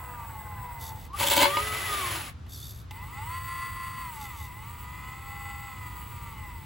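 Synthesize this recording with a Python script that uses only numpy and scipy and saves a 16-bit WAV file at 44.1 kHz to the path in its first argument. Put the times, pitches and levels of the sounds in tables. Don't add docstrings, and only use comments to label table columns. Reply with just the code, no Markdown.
import sys
import numpy as np
from scipy import signal
from scipy.fft import rfft, irfft, next_fast_len
from scipy.io import wavfile
from scipy.ndimage import uniform_filter1d, map_coordinates

SR = 44100
rng = np.random.default_rng(int(sys.argv[2]) if len(sys.argv) > 2 else 0)


def generate_wav(signal):
    frames = np.transpose(np.atleast_2d(signal))
    scaled = np.clip(frames, -1, 1) * 32767
    pcm = np.round(scaled).astype(np.int16)
    wavfile.write(sys.argv[1], SR, pcm)


N = 293265

MAGNET_LEVELS = [-75, -65, -54, -67, -63, -56.5, -68, -65, -61.5, -64.5, -70.5, -75, -62, -68.5, -67, -70.5,
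                 -71, -70, -68.5, -97, -82, -84, -80, -74, -78, -71.5, -84]
TOOTH_LEVELS = [-62.5, -65.5, -62.5, -65, -63.5, -67, -87, -89, -81, -94, -89, -78, -89, -112, -74.5, -75.5,
                -77, -75]
SLOT_ORDERS = [37, 47, 61, 74, 165, 230]
SLOT_LEVELS = [-49, -60, -50.5, -77, -65, -73]
IDLE_ORDERS = [37, 42, 47, 49, 61, 119, 133, 165]


def revolution(change_db):
    orders, size = 600, 2 ** 14
    level = amp(-81 - .055 * np.arange(orders) + 3 * rng.standard_normal(orders))
    level[np.arange(len(MAGNET_LEVELS)) * 7 + 35] = amp(MAGNET_LEVELS)
    level[np.arange(len(TOOTH_LEVELS)) * 19 + 38] = amp(TOOTH_LEVELS)
    level[SLOT_ORDERS] = amp(SLOT_LEVELS)
    level[IDLE_ORDERS] *= amp(change_db)
    random_phase = np.exp(2j * np.pi * rng.random(orders))
    return irfft(level * random_phase, size) * size / np.sqrt(2)


# t/s, shaft speed f/Hz
PUMP_RUNS = [
    [(0, 21.3), (.23, 19.05), (.61, 16.48), (.9, 14.55), (1.08, 13.65)],
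    [(2.91, 13.8), (2.97, 14.9), (3.06, 17.7), (3.328, 28.0), (3.69, 28.33), (4.028, 28.0), (4.17, 23.9),
     (4.25, 22.5), (4.38, 18.5), (4.505, 15.7), (4.69, 19.55), (5.32, 21.97), (5.67, 21.95), (5.85, 20.33),
     (6.08, 19.97), (6.27, 19.3), (6.42, 17.5), (6.63, 14.25), (6.65, 14.1)],
]
IDLE_CHANGES = [
    [-6, -6, 6, 7, 5, 0, 5, -8],
    [0, 0, 0, 0, 0, 0, 0, 0],
]
# effort level/dB at cruise, its slope/(dB per Hz), treble level/dB, tick level/dB,
# sizzle level/dB, fade before the stop t/s
RUN_LOADS = [(-3, 0.16, -2, -56, -49.5, 0.14), (0.2, 0.7851, -0.36, -73, -51, .001)]
# f/Hz, width f/Hz, level/dB
CHASSIS_MODES = [(843.6, 81, 12.5), (972.5, 213, 5.5), (1186, 130, -1.5), (1325, 160, -2), (1874, 28, 1),
                 (2013.6, 69.4, 15), (2067, 200, 6), (2610, 710, -0.5), (2942, 30, 11), (3520, 940, -3.5),
                 (4630, 530, 4), (5700, 1500, -29), (8690, 1410, 19.5), (9850, 960, 9)]
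# f/Hz, level/dB
OIL_SPECTRUM = [(300, -23), (800, -14), (1100, 3.5), (1600, -11), (2000, -5), (3000, -10), (4500, -17.5),
                (6000, -25), (8200, -12.5), (10200, -4.5), (13000, -65)]
# f/Hz, width f/Hz, level/dB
SIZZLE_MODES = [(8000, 600, -9), (10200, 350, -10), (12200, 300, -8), (14080, 500, -6), (15650, 350, 0),
                (13500, 5000, -16)]
# t/s, level/dB
DRONE_LEVELS = [(0, -49.5), (.5, -53.5), (.9, -50.5), (1.1, -58)]
LOW_EDGE_HZ = 903
INERTIA_S, CRUISE_HZ = .08, 21
TREBLE_LAGS = 0.62
TICK_SWING_DB, TICK_DB_PER_HZ = 5, 0.84
OIL_DB, FADE_DB = -52, 26


def pump():
    chassis = lambda f: modes(CHASSIS_MODES)(f) / np.sqrt(1 + (LOW_EDGE_HZ / (f + 1)) ** 24)
    drone_db, droning = curves(DRONE_LEVELS)
    drone = noise(modes([(488, 22, 0), (684, 13, 0.00038), (887, 270, 0)]))
    out = droning * amp(drone_db) * drone
    oil_colour = lambda f: amp(along(OIL_SPECTRUM, f)) * (chassis(f) / (1 + (f / 6000) ** 6)) ** 0.3
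    for rows, change_db, load in zip(PUMP_RUNS, IDLE_CHANGES, RUN_LOADS):
        load_db, per_hz, treble_db, tick_db, sizzle_db, fade_s = load
        stick, on = curves(rows)
        hz = uniform_filter1d(stick, size=round(INERTIA_S * SR), mode="nearest")
        over_cruise = hz - CRUISE_HZ
        speed_db = per_hz * over_cruise
        effort = amp(load_db + speed_db)
        time_left = rows[-1][0] - np.arange(N) / SR
        fade_db = -FADE_DB * np.clip(1 - time_left / fade_s, 0, 1)

        angle = turns(hz) % 1
        pattern = revolution(change_db)
        runout = 1 + .15 * np.cos(2 * np.pi * angle)
        whine = np.interp(angle * len(pattern), np.arange(len(pattern)), pattern)
        whine = whine * runout * amp(1.57 * wobble(14))
        oil = amp(OIL_DB + 0.04 * over_cruise) * runout * noise(oil_colour)
        body = filtered(effort * whine, chassis) + effort * oil
        low = filtered(body, lambda f: 1 / (1 + (f / 1600) ** 8))
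        treble = amp(treble_db - TREBLE_LAGS * speed_db) * (body - low)

        tick_db = tick_db + TICK_DB_PER_HZ * over_cruise + TICK_SWING_DB * np.cos(2 * np.pi * angle)
        tick = amp(tick_db + 2.0 * wobble(22)) * noise(modes([(1510, 480, 0)]))
        sizzle_db = sizzle_db + .5 * (speed_db + fade_db) + 0.49 * np.cos(6 * np.pi * angle)
        sizzle = amp(sizzle_db + 1.84 * wobble(30)) * noise(modes(SIZZLE_MODES))
        out += on * (amp(fade_db) * (low + tick) + treble + sizzle)
    return out


# t/s, gear tone f/Hz, tone level/dB
DRIVE_RUN = [(1.25, 270, -55), (1.38, 321.4, -33), (1.5, 385, -37.5), (1.62, 420.8, -39.5),
             (1.75, 431.8, -44), (1.86, 427.5, -41), (1.99, 387.8, -40.5), (2.05, 359.8, -45),
             (2.12, 343.4, -47.5), (2.2, 297, -47.5), (2.3, 232, -52)]
DRIVE_ORDERS = [1, 3, 4.66, 6, 7, 8.33, 9.32]
DRIVE_LEVELS = [-9, 0, -4, -8, -11, -6, -2]
# f/Hz, width f/Hz, level/dB
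AXLE_MODES = [(393, 470, 0), (1140, 320, 4), (2076, 270, 5), (3280, 520, -1)]
# t/s, level/dB
ROAR_LEVELS = [(1.13, -55.5), (1.206, -34.5), (1.5, -38), (2.158, -35.5), (2.296, -46.5), (2.345, -78)]
# f/Hz, level/dB
ROAR_SPECTRUM = [(150, -15), (300, -2), (600, -1.5), (1200, 5), (1600, 1), (2000, 2), (3300, 0), (6000, -9),
                 (9000, -3), (10500, 2), (13500, -13.5), (15700, -3)]
# start t/s, end t/s, start f/Hz, end f/Hz, level/dB
SQUEALS = [(1.096, 1.116, 980, 1030, -38), (1.11, 1.126, 1020, 1070, -40), (1.108, 1.185, 1010, 1330, -31),
           (1.155, 1.215, 1250, 1430, -41), (1.115, 1.185, 930, 690, -42), (1.17, 1.235, 980, 1230, -32)]
# t/s, strike level/dB, surge of the roar level/dB
STONE_BLOWS = [(1.211, -9.5, -31.5), (1.229, -12, -43.5), (1.316, -14.5, -30), (1.403, -11, -27.5),
               (1.454, 2, -34), (1.569, -5.5, -40.5)]
JOLT_RISE, JOLT_FALL = 2400, 200


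def drive():
    hz, db, on = curves(DRIVE_RUN)
    angle = turns(hz * (1 + 0.00595 * wobble(40)))
    tones = sum(amp(level + 3.7 * wobble(18)) * np.sin(2 * np.pi * order * angle)
                for order, level in zip(DRIVE_ORDERS, DRIVE_LEVELS))
    roar_db, rolling = curves(ROAR_LEVELS)
    jolts = [amp(surge_db) * burst(s, s, JOLT_RISE, JOLT_FALL) for s, _, surge_db in STONE_BLOWS]
    unevenness = amp(4 + 0.83 * wobble(60) + 0.85 * wobble(400))
    roar_noise = noise(lambda f: amp(along(ROAR_SPECTRUM, f)))
    roar = together([amp(roar_db)] + jolts) * unevenness * roar_noise
    out = filtered(on * amp(db + 4.0) * tones, modes(AXLE_MODES)) + rolling * roar
    for start, end, start_hz, end_hz, level in SQUEALS:
        middle = ((start + end) / 2, (start_hz + end_hz) / 2, 0)
        pitch, swell_db, _ = curves([(start, start_hz, -30), middle, (end, end_hz, -30)])
        swell = amp(level + swell_db + 1.5 * wobble(80)) * (swell_db > -30)
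        out += swell * np.sin(2 * np.pi * turns(pitch))
    return out


# start t/s, end t/s, ring level/dB, rasp level/dB
SCRAPES = [(1.204, 1.233, -23, -23), (1.27, 1.46, -29, -23.5)]
# f/Hz, width f/Hz, level/dB
BUCKET_MODES = [(285, 60, -12), (566.6, 8.5, 7.5), (909, 32, 5.5), (994, 14.4, 7.5), (1536, 91, -8.5),
                (2183, 49, -2), (2610, 110, -10.5), (2930, 78, -6.5), (3180, 170, -16.5), (4075, 41, -4),
                (4500, 170, -15.5), (4870, 36, -10)]
# f/Hz, level/dB
RASP_SPECTRUM = [(200, -6), (400, 4), (1500, -38), (3300, 11.5), (5500, -3), (8500, 8.5), (10500, 0),
                 (13500, 4), (15700, 6.5)]
SCRAPE_RISE, SCRAPE_FALL, RING_GROWS, RASP_FADES = 1100, 750, 59.5, 13
GRIT_SLOW_DB, GRIT_FAST_DB = 2.8, 4.2


def bucket():
    ring = together(amp(ring_db) * burst(a, b, SCRAPE_RISE, SCRAPE_FALL, RING_GROWS)
                    for a, b, ring_db, _ in SCRAPES)
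    edge = together(amp(rasp_db) * burst(a, b, SCRAPE_RISE, SCRAPE_FALL, -RASP_FADES)
                    for a, b, _, rasp_db in SCRAPES)
    catching = amp(GRIT_SLOW_DB * wobble(70) + GRIT_FAST_DB * wobble(500))
    grit = unit(catching * rng.standard_normal(N))
    rub = amp(14) * ring * grit
    t = np.arange(1200) / SR
    for s, db, _ in STONE_BLOWS:
        strike = amp(db + 6.5 - 60 * t / 0.017) * rng.standard_normal(len(t))
        rub[round(s * SR):][:len(t)] += strike

    def steel(f):
        return sum((-1) ** k * amp(db) * 1j * f * width / (hz * hz - f * f + 1j * f * width)
                   for k, (hz, width, db) in enumerate(BUCKET_MODES))

    rasp = unit(filtered(grit, lambda f: amp(along(RASP_SPECTRUM, f))))
    return filtered(rub, steel) + edge * rasp


# start t/s, end t/s, level/dB
SERVO_MOVES = [(0.812, 0.891, -45), (0.963, 0.957, -55), (0.989, 1.056, -56), (2.498, 2.53, -53),
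               (2.525, 2.714, -47.5), (2.744, 2.808, -55.5), (4.138, 4.2, -54), (4.21, 4.257, -48),
               (4.3, 4.37, -56.5), (4.378, 4.458, -51.5)]
# f/Hz, width f/Hz, level/dB
SERVO_CASE_MODES = [(3600, 450, 1), (4600, 700, -3), (6200, 2200, -5), (8100, 1200, -3), (10000, 1500, -3),
                    (11700, 900, 3), (14300, 2500, -6)]
# start t/s, end t/s, gear tone f/Hz, its swing f/Hz, swing rate f/Hz,
# a top of the swing t/s
SERVO_HUNT = (2.5, 2.68, 900, 30, 20.5, 2.545)
SERVO_RISE, SERVO_FALL, HUNT_FADES = 850, 420, 140
HUNT_SHARE = .33


def servo():
    start, end, hz, swing, rate, top = SERVO_HUNT
    since_top = np.arange(N) / SR - top
    tone_hz = hz + swing * np.cos(2 * np.pi * rate * since_top)
    angle = turns(tone_hz * (1 + 0.015 * wobble(80)))
    buzz = unit(sum(amp(-.8 * k + 4 * wobble(70)) * np.cos(2 * np.pi * k * angle) for k in range(4, 14)))
    throb = amp(3 * np.cos(2 * np.pi * angle / 12))
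    every_second_swing = np.cos(np.pi * rate / 2 * since_top) ** 4
    share = HUNT_SHARE * every_second_swing * burst(start, end, SERVO_RISE, HUNT_FADES)
    source = np.sqrt(share) * buzz + np.sqrt(1 - share) * rng.standard_normal(N)
    moves = together(amp(db) * burst(a, b, SERVO_RISE, SERVO_FALL) for a, b, db in SERVO_MOVES)
    return amp(0.5) * moves * throb * unit(filtered(source, modes(SERVO_CASE_MODES)))


# t/s, starting level/dB, 60 dB decay t/s
GEAR_CLICKS = [(2.4654, -50, 0.034), (2.9094, -34, 0.036), (2.989, -52, 0.023)]


def clicks():
    out = np.zeros(N + SR)
    t = np.arange(SR // 5) / SR
    for s, db, t60 in GEAR_CLICKS:
        out[round(s * SR):][:len(t)] += amp(db - 8.0 - 60 * t / t60) * rng.standard_normal(len(t))
    bright = out[:N]
    return bright + amp(12) * filtered(bright, modes(CHASSIS_MODES[:10]))


def ground(x):
    t = np.arange(SR // 4) / SR
    tail = rng.standard_normal((2, len(t))) * amp(-60 * t / 0.19)
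    wet = signal.fftconvolve(x[None], tail / np.linalg.norm(tail[0]), axes=1)[:, :N]
    return filtered(wet, lambda hz: 1 / (1 + (hz / 6000) ** 6))


# f/Hz, level/dB
TRAFFIC_SPECTRUM = [(25, -31), (40, -14.5), (60, -2), (90, 0), (125, -6), (170, -15), (300, -23.5),
                    (600, -31.5), (1200, -28), (2000, -36.5), (4000, -39.5), (7000, -49), (16000, -62)]
# f/Hz, likeness (correlation, 1 = alike)
TRAFFIC_LIKENESS = [(30, .97), (60, 0.99), (140, 0.87), (450, 0.45), (1000, 0.094), (4000, 0.71),
                    (8000, 0.13)]


def traffic():
    def mid_side(hz):
        turn = np.arccos(np.clip(along(TRAFFIC_LIKENESS, hz), -1, 1)) / 2
        return amp(along(TRAFFIC_SPECTRUM, hz)) * [np.cos(turn), np.sin(turn)]

    mid, side = filtered(rng.standard_normal((2, N)), mid_side)
    return amp(-42.5 + 0.33 * wobble(1.885)) * unit(np.array([mid + side, mid - side]))


def amp(db):
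    return 10 ** (np.asarray(db) / 20)


def unit(x):
    return x / np.sqrt(np.mean(x ** 2) + 1e-20)


def along(points, hz):
    f, v = np.transpose(points)
    return np.interp(np.log(hz + 1), np.log(f + 1), v)


def curves(rows):
    s, *cols = np.transpose(rows)
    t = np.arange(N) / SR
    gate = uniform_filter1d(1. * (t > s[0]) * (t < s[-1]), size=300)
    return [np.interp(t, s, c) for c in cols] + [gate]


def wobble(rate):
    knots = rng.standard_normal(int(N * rate / SR) + 4)
    return map_coordinates(knots, [np.arange(N) * rate / SR])


def filtered(x, response):
    m = next_fast_len(N + SR // 2)
    return irfft(rfft(x, m) * response(np.fft.rfftfreq(m, 1 / SR)), m)[..., :N]


def modes(table):
    return lambda f: np.sqrt(sum((amp(db) / (1 + (2 * (f - hz) / width) ** 2)) ** 2
                                 for hz, width, db in table))


def noise(response):
    return unit(filtered(rng.standard_normal(N), response))


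def turns(hz):
    return np.cumsum(hz) / SR


def burst(start, end, rise, fall, grows=0):
    t = np.arange(N) / SR
    drift_db = grows * np.clip(t - start, 0, end - start)
    rise_db = rise * np.clip(start - t, 0, 1)
    fall_db = fall * np.clip(t - end, 0, 1)
    return amp(np.maximum(drift_db - rise_db - fall_db, -120))


def together(gains):
    return np.sqrt(sum(g ** 2 for g in gains))


def scene():
    moving = drive() + bucket()
    still = pump() + servo() + clicks()
    direct = moving * amp([[.4], [-.4]]) + still * amp([[.1], [-.1]])
    reflected = ground(amp(-5.5) * moving + amp(-15) * still)
    return direct + reflected + traffic()


# f/Hz, half turns
TREBLE_PHASE = [(7400, 0), (8850, 1), (9600, 1), (11000, 2), (11700, 2), (13100, 3), (13850, 3), (15600, 4)]
TOP_HZ = 15820


def record(dry):
    half_phase = lambda hz: np.interp(hz, *np.transpose(TREBLE_PHASE)) * np.pi / 2
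    return filtered(dry, lambda hz: np.exp(1j * half_phase(hz) * [[-1], [1]]) * (hz < TOP_HZ))


dry = scene()
out = record(dry)
generate_wav(out)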